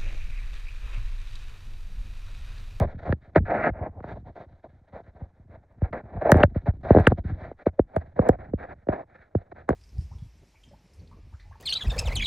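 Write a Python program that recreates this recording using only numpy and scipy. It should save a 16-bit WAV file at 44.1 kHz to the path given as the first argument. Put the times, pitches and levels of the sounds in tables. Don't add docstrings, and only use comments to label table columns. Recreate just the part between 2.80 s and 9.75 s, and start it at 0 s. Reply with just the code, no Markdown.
import sys
import numpy as np
from scipy.fft import rfft, irfft, next_fast_len
from scipy.io import wavfile
from scipy.ndimage import uniform_filter1d, minimum_filter1d, map_coordinates

SR = 44100
rng = np.random.default_rng(int(sys.argv[2]) if len(sys.argv) > 2 else 0)


def generate_wav(sig):
    pcm = np.round(np.clip(np.atleast_2d(sig).T, -1, 1) * 32767).astype(np.int16)
    wavfile.write(sys.argv[1], SR, pcm)


N = 306495
BAND_LIMIT_HZ = 16300
# (time [s], strength [dB], contact corner [Hz], thump [dB], snap [dB])
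FINGERTIP_KNOCKS = [(0.2918, 17.5, 756, 14, -20.5), (0.3249, 20.5, 518, 2.5, -3),
                    (0.5597, 38.5, 608, -10.5, -16), (0.566, 20, 965, 1.5, -8.5),
                    (0.8872, 17.5, 587, -3.5, -15.5), (1.204, 0, 1160, 7.5, -16),
                    (1.241, 6.5, 1110, 5, -20.5), (3.13, 10.5, 1099, -9.5, -5),
                    (3.5185, 33.5, 1464, 11, 3.5), (3.543, 21.5, 1067, 8.5, -9),
                    (3.5533, 28, 456, 8, -19.5), (3.604, 22.5, 1010, -6.5, -10),
                    (3.6347, 30.5, 654, 4.5, 1.5), (3.7584, 15, 638, 19.5, -29),
                    (4.1053, 36, 782, 5.5, -42), (4.1476, 29.5, 770, -3, -30.5),
                    (4.1607, 30, 713, 6.5, -33), (4.1704, 33, 757, 1, -29), (4.1853, 22, 937, 3, -11),
                    (4.2704, 39.5, 441, -5.5, 1.5), (4.3189, 24, 895, 6.5, -36), (4.714, 10, 810, -14, -33),
                    (4.866, 25.5, 732, 1.5, -20.5), (4.993, 30, 644, -1.5, -23.5), (5.164, 21, 932, 5, -11),
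                    (5.391, 27, 1010, 6, -28.5), (5.4909, 37.5, 686, -3.5, -23.5),
                    (5.7346, 19.5, 620, 7.5, -37.5), (6.069, 9.5, 700, 0.5, -30),
                    (6.0868, 29.5, 650, -6, -24.5), (6.55, 22.5, 740, 6.5, -29),
                    (6.8898, 26, 1230, -3, -18), (6.904, 30.5, 481, -2.5, -23),
                    (6.929, 16.5, 605, -2.5, -18.5)]


def rubbing(ridge_db=-5.5, flutter_db=3.0, snag_db=1.5, fizz_exponent=0.69, skip_db=4, light_db=-54):
    # (frequency [Hz], level [dB])
    pad_spectrum = [(60, -30), (150, -7), (300, -5.5), (430, -4.5), (540, -0.5), (700, 2.5), (850, -6),
                    (1100, -13.5), (1500, -37), (3000, -73.5), (6000, -120)]
    ridge_spectrum = [(500, -32.5), (950, -16.5), (1250, 8), (1700, 11.5), (2300, 1.5), (2700, -14),
                      (3200, -30.5), (4200, -30), (5200, -44), (7000, -61), (16000, -91)]
    fizz_spectrum = [(1500, -58.5), (2800, -9), (3900, 1.5), (4500, -8.5), (5200, -17), (7000, -22.5),
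                     (10000, -43.5), (16000, -72.5)]
    # (time [s], gain [dB])
    fizz_gains = [(0.4, -38.5), (1, -56.5), (1.32, -38.5), (1.7, -38.5), (3.2, -48), (4.2, -37.5),
                  (5.5, -47.5), (6.9, -44)]
    resting = brushes(level_db=-67.5, rasp_db=-4, spread_db=6, rate=38)
    pad, ridges = np.hypot(strokes(edge_s=0.0027), resting)
    lightness = 1 / (1 + (pad / amp(light_db)) ** 2)
    catch = amp(flutter_db * wobble(62) + skip_db * lightness * (wobble(60) - .5))
    fizz_envelope = abs(ridges) ** fizz_exponent * amp(curve(fizz_gains))
    fizz = fizz_envelope * friction(fizz_spectrum, rate=7600, spread_db=-2, smooth=.8)
    body = pad * friction(pad_spectrum, rate=690, spread_db=4.0, smooth=0.81)
    rasp = ridges * amp(ridge_db) * friction(ridge_spectrum, rate=2100, spread_db=0.5, smooth=0.9)
    snag = amp(snag_db * wobble(45))
    return catch * (body + snag * (rasp + fizz))


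def friction(spectrum, rate, spread_db, smooth):
    happens = rng.random(N) < rate / SR
    signs = rng.choice([-1, 1], N)
    sizes = amp(spread_db * np.clip(rng.standard_normal(N), -2, 2))
    drive = unit(happens * signs * sizes) + smooth * rng.standard_normal(N)
    return unit(filtered(drive, lambda hz: colour(spectrum, hz)))


def strokes(edge_s, catch_db=14, lift_db=15.5):
    # (start [s], end [s], fastest point [0-1], level [dB], rasp re pad [dB])
    slides = [(0.0, 0.059, 0, -24.5, -14), (0.052, 0.165, 0.4, -46.5, -2), (0.174, 0.264, 0.3, -47, -1),
              (0.248, 0.341, 0.1, -32, -7.5), (0.403, 0.476, 0.8, -64.5, 4), (0.549, 0.59, 0.4, -20, -4),
              (0.65, 0.706, .25, -39, 4.5), (0.68, 0.815, .4, -23.5, -5), (0.768, 0.901, .7, -24.5, 0.5),
              (0.93, 1.097, 0.7, -35, -10.5), (1.1, 1.217, 0.9, -49.5, -20), (1.225, 1.346, 0.6, -40, -5.5),
              (1.347, 1.39, 0.5, -45.5, -15), (1.435, 1.517, 0.7, -47.5, -12.5),
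              (1.551, 1.66, 0.1, -43, -6.5), (1.837, 1.874, 0.1, -47, -14.5), (1.913, 2.054, 0, -68, 0.5),
              (2.122, 2.218, .35, -41, -8), (2.25, 2.321, 0.2, -54.5, -4), (2.346, 2.472, .6, -48.5, -11.5),
              (2.695, 2.794, 0.3, -50.5, -4), (3.006, 3.103, 0.6, -41, -4), (3.125, 3.213, 0.1, -30, -5),
              (3.211, 3.42, 0.9, -41.5, -9), (3.412, 3.536, .55, -22.5, -9), (3.548, 3.654, 0.5, -24, -6.5),
              (3.744, 3.822, 0, -46.5, -1), (3.855, 3.916, .1, -35.5, -5.5), (4.031, 4.285, 0.6, -29, -4.5),
              (4.184, 4.209, .5, -37.5, 6.5), (4.289, 4.337, 0.4, -40.5, -8.5),
              (4.369, 4.406, 0.3, -43.5, -9.5), (4.439, 4.551, 0.4, -46.5, 2),
              (4.552, 4.731, .6, -43.5, -2.5), (4.786, 4.841, 0.3, -48, 1), (4.858, 4.896, 0, -36, -3),
              (5.091, 5.275, .45, -44.5, -6.5), (5.359, 5.557, .6, -31, -11.5),
              (5.584, 5.714, 0, -43.5, -5.5), (5.776, 5.878, .5, -37.5, -3),
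              (5.869, 5.941, 0.7, -39.5, -1.5), (5.973, 6.044, .5, -64, 2), (6.088, 6.244, 0.2, -33.5, -8),
              (6.296, 6.464, 0.4, -55.5, 5), (6.56, 6.664, 0.3, -55, -3.5),
              (6.711, 6.728, 0.5, -39.5, -8.5), (6.745, 6.847, .3, -47.5, -2.5),
              (6.877, 6.96, 0.2, -33.5, -14)]
    t = np.arange(N) / SR
    pad, ridges = np.zeros((2, N))
    for start, end, fastest, db, rasp_db in slides:
        span = slice(max(0, round(start * SR)), round(end * SR))
        progress = (t[span] - start) / (end - start)
        peak = np.clip(fastest, .05, .95)
        sag_db = np.where(progress < peak, catch_db * (1 - progress / peak) ** 2,
                          lift_db * ((progress - peak) / (1 - peak)) ** 2)
        pad[span] += amp(db - sag_db)
        ridges[span] += amp(db - sag_db + rasp_db)
    return uniform_filter1d(np.array([pad, ridges]), max(2, round(edge_s * SR)), axis=1)


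def brushes(level_db, rasp_db, spread_db, rate):
    return amp(level_db + spread_db * np.tanh(wobble(rate))) * np.array([[1], [amp(rasp_db)]])


def knocks(thump_hz=220, order=4.5, scuff=0.38, scuff_t60=0.022):
    # (time [s], strength [dB])
    landings = [(0.004, 9), (0.267, -8), (0.572, 7), (0.906, -7), (1.005, -7), (2.128, -13), (2.414, -11.5),
                (3.018, 7.5), (3.878, 7), (4.1946, 13), (6.5594, -2)]
    # (frequency [Hz], gain [dB])
    case_response = [(10, -30), (25, -31), (50, -4.5), (85, 0.5), (150, -1.5), (300, -1.5), (430, -2),
                     (580, -0.5), (1000, -10), (1700, -6.5), (2700, -21.5), (3600, -26), (5000, -35.5),
                     (9000, -53.5)]
    snap_spectrum = [(300, -28.5), (900, -6.5), (1700, 1), (3000, -9.5), (4500, -7), (6000, -22.5),
                     (9000, -43), (15000, -72.5)]
    flesh = (850, 29.5, -18.5)  # (contact corner [Hz], thump [dB], snap [dB])
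    thuds = [(s, db, *flesh) for s, db in landings]
    out, size = np.zeros(N), 8192
    hz, t = np.fft.rfftfreq(size, 1 / SR), np.arange(size) / SR
    for s, db, corner_hz, thump_db, snap_db in FINGERTIP_KNOCKS + thuds:
        lowpass = 1 / np.sqrt(1 + (hz / corner_hz) ** (2 * order))
        contact = lowpass + amp(snap_db) * colour(snap_spectrum, hz)
        thump = amp(thump_db / (1 + (hz / thump_hz) ** 3))
        skid = rng.standard_normal(size) * amp(-60 * t / scuff_t60)
        push = 1 + scuff * rfft(skid / np.linalg.norm(skid))
        blow = amp(db) * colour(case_response, hz) * contact * thump * push
        add(out, np.fft.fftshift(irfft(blow)), s)
    return out


def nails(click_s, gain_db):
    # (time [s], level [dB])
    clicks = [(0.576, -51.5), (3.5182, -12), (3.5712, -45.5), (3.636, -37), (4.2, -51.5), (4.273, -23.5),
              (5.1634, -47.5), (5.489, -35.5), (6.8912, -41)]
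    # (frequency [Hz], gain [dB])
    click_spectrum = [(1500, -30), (3000, -2), (5000, -3), (7800, 0), (9000, -5), (10500, 0), (13000, -13),
                      (15500, -7)]
    out, t = np.zeros((2, N)), np.arange(-SR // 100, SR // 100) / SR
    for s, db in clicks:
        add(out, amp(db + gain_db) * np.exp(-abs(t) / click_s) * rng.standard_normal((2, len(t))), s)
    return filtered(out, lambda hz: colour(click_spectrum, hz))


def cover_snaps(pitch_hz=2700, t60=0.0078, glide=0.072):
    # (time [s], level [dB])
    snaps = [(3.631, -17.5), (4.2678, -10)]
    out, t = np.zeros(N), np.maximum(np.arange(-SR // 50, SR // 50) / SR, 0)
    phase = 2 * np.pi * pitch_hz * t * (1 + glide * np.exp(-2 * t / t60))
    onset = (1 - np.exp(-t * pitch_hz / 2)) ** 2
    ring = np.sin(phase) * amp(-60 * t / t60) * onset
    for s, db in snaps:
        add(out, amp(db) * ring / abs(ring).max(), s)
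    return out


def grip(settle_db=-60, settle_t60=0.2, settle_rise_s=0.008, drag_db=-18):
    # (time [s], level [dB])
    pressure = [(0.0, -28.5), (0.15, -43), (0.47, -55.5), (0.62, -38), (1.15, -45), (1.28, -38.5),
                (1.8, -58.5), (2.95, -54), (3.3, -43), (3.56, -32), (3.74, -49), (4.07, -34.5),
                (4.6, -34.5), (4.78, -63), (5.33, -49.5), (5.55, -41), (6.45, -65.5), (6.95, -45)]
    # (frequency [Hz], level [dB])
    rumble_spectrum = [(10, -23.5), (25, -14.5), (50, -3), (80, 0), (120, -5), (200, -12), (350, -21),
                       (1000, -58), (3000, -120)]
    t = np.arange(N) / SR
    settling = np.zeros(N)
    for s, db, *_ in FINGERTIP_KNOCKS:
        after = slice(round(s * SR), round(s * SR) + SR // 2)
        age = t[after] - s
        onset = (1 - np.exp(-age / settle_rise_s)) ** 2
        settling[after] += amp(db + settle_db - 60 * age / settle_t60) * onset
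    drag = amp(drag_db) * strokes(edge_s=0.02)[0]
    flex = np.sqrt(amp(curve(pressure)) ** 2 + settling ** 2 + drag ** 2)
    return flex * friction(rumble_spectrum, rate=78, spread_db=7.0, smooth=0.2)


def hollow_ring(x, half_width_hz=45):
    # (start [s], end [s], pitch [Hz], boost [dB])
    spans = [(3.403, 3.663, 596, 6), (4.828, 5.033, 560, 5), (5.154, 5.176, 637, 10), (5.37, 5.531, 500, 8)]
    hollow = np.zeros(N)
    for start, end, pitch_hz, db in spans:
        band = filtered(x * during(start, end), lambda hz: 1 / (1 + ((hz - pitch_hz) / half_width_hz) ** 2))
        hollow += (amp(db) - 1) * band
    return x + hollow


def phone_resonance(x, pitch_hz=86, width_hz=22, boost_db=3.0):
    def response(hz):
        damping = 1j * hz * width_hz
        return 1 + (amp(boost_db) - 1) * damping / (pitch_hz ** 2 - hz ** 2 + damping)
    return filtered(x, response)


def ports(x, closes_s=5.1, tilt_db=.4):
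    # (frequency [Hz], phase [rad])
    lead_open = [(650, 0.0032), (850, 0.39), (1100, 0.87), (1400, 0.37), (1700, 0.94), (2200, 0.067),
                 (3800, 0.59)]
    lead_closed = [(100, .03), (300, 0.18), (550, 1.2), (1000, 1.5), (1500, 0.36), (2200, .08), (3800, .2)]
    sides = np.array([[-1], [1]])

    def pair(sound, lead):
        return filtered(sound, lambda hz: np.exp(.5j * sides * np.interp(hz, *np.transpose(lead))))
    closed = during(closes_s, N / SR + 1)
    return pair(x * (1 - closed), lead_open) + pair(x * closed, lead_closed) * amp(tilt_db * sides)


def dispersed(x, cycles, knee_hz):
    def response(hz):
        return np.exp(-2j * np.pi * cycles * np.log((hz + knee_hz) / (BAND_LIMIT_HZ + knee_hz)))
    return filtered(x, response)


def air(level_db):
    # (frequency [Hz], level [dB])
    air_spectrum = [(30, 4.5), (200, -9.5), (450, -15.5), (750, -9.5), (1100, -17.5), (2000, -23),
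                    (3200, -39), (6000, -35.5), (16000, -51)]
    return amp(level_db) * unit(filtered(rng.standard_normal(N), lambda hz: colour(air_spectrum, hz)))


def amp(db):
    return 10 ** (np.asarray(db) / 20)


def unit(x):
    return x / np.sqrt(np.mean(x ** 2) + 1e-20)


def colour(points, hz):
    f, db = np.transpose(points)
    return amp(np.interp(np.log(hz + 1), np.log(f), db))


def curve(points):
    return np.interp(np.arange(N) / SR, *np.transpose(points))


def wobble(rate):
    return map_coordinates(rng.standard_normal(int(N * rate / SR) + 4), [np.arange(N) * rate / SR])


def during(start, end, fade_s=.02):
    t = np.arange(N) / SR
    return np.clip(np.minimum(t - start, end - t) / fade_s + .5, 0, 1)


def filtered(x, response):
    size = next_fast_len(N + SR // 2)
    return irfft(rfft(x, size) * response(np.fft.rfftfreq(size, 1 / SR)), size)[..., :N]


def add(track, sound, s):
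    where = round(s * SR) + np.arange(sound.shape[-1]) - sound.shape[-1] // 2
    inside = (where >= 0) & (where < N)
    track[..., where[inside]] += sound[..., inside]


def scene():
    skin = hollow_ring(knocks() + rubbing())
    contacts = phone_resonance(skin + cover_snaps() + grip())
    stereo = ports(contacts) + nails(click_s=.0005, gain_db=7.5)
    return dispersed(stereo, cycles=1.7, knee_hz=8.2) + air(level_db=-72.5)


def record(dry):
    ceiling, reach = .92, 131
    needed = np.minimum(1, ceiling / (abs(dry).max(axis=0) + 1e-9))
    held = minimum_filter1d(needed, reach)
    gain = uniform_filter1d(uniform_filter1d(held, reach // 2), reach // 2)
    return filtered(dry * gain, lambda hz: 1 / (1 + (hz / BAND_LIMIT_HZ) ** 90))


dry = scene()
out = record(dry)
generate_wav(out)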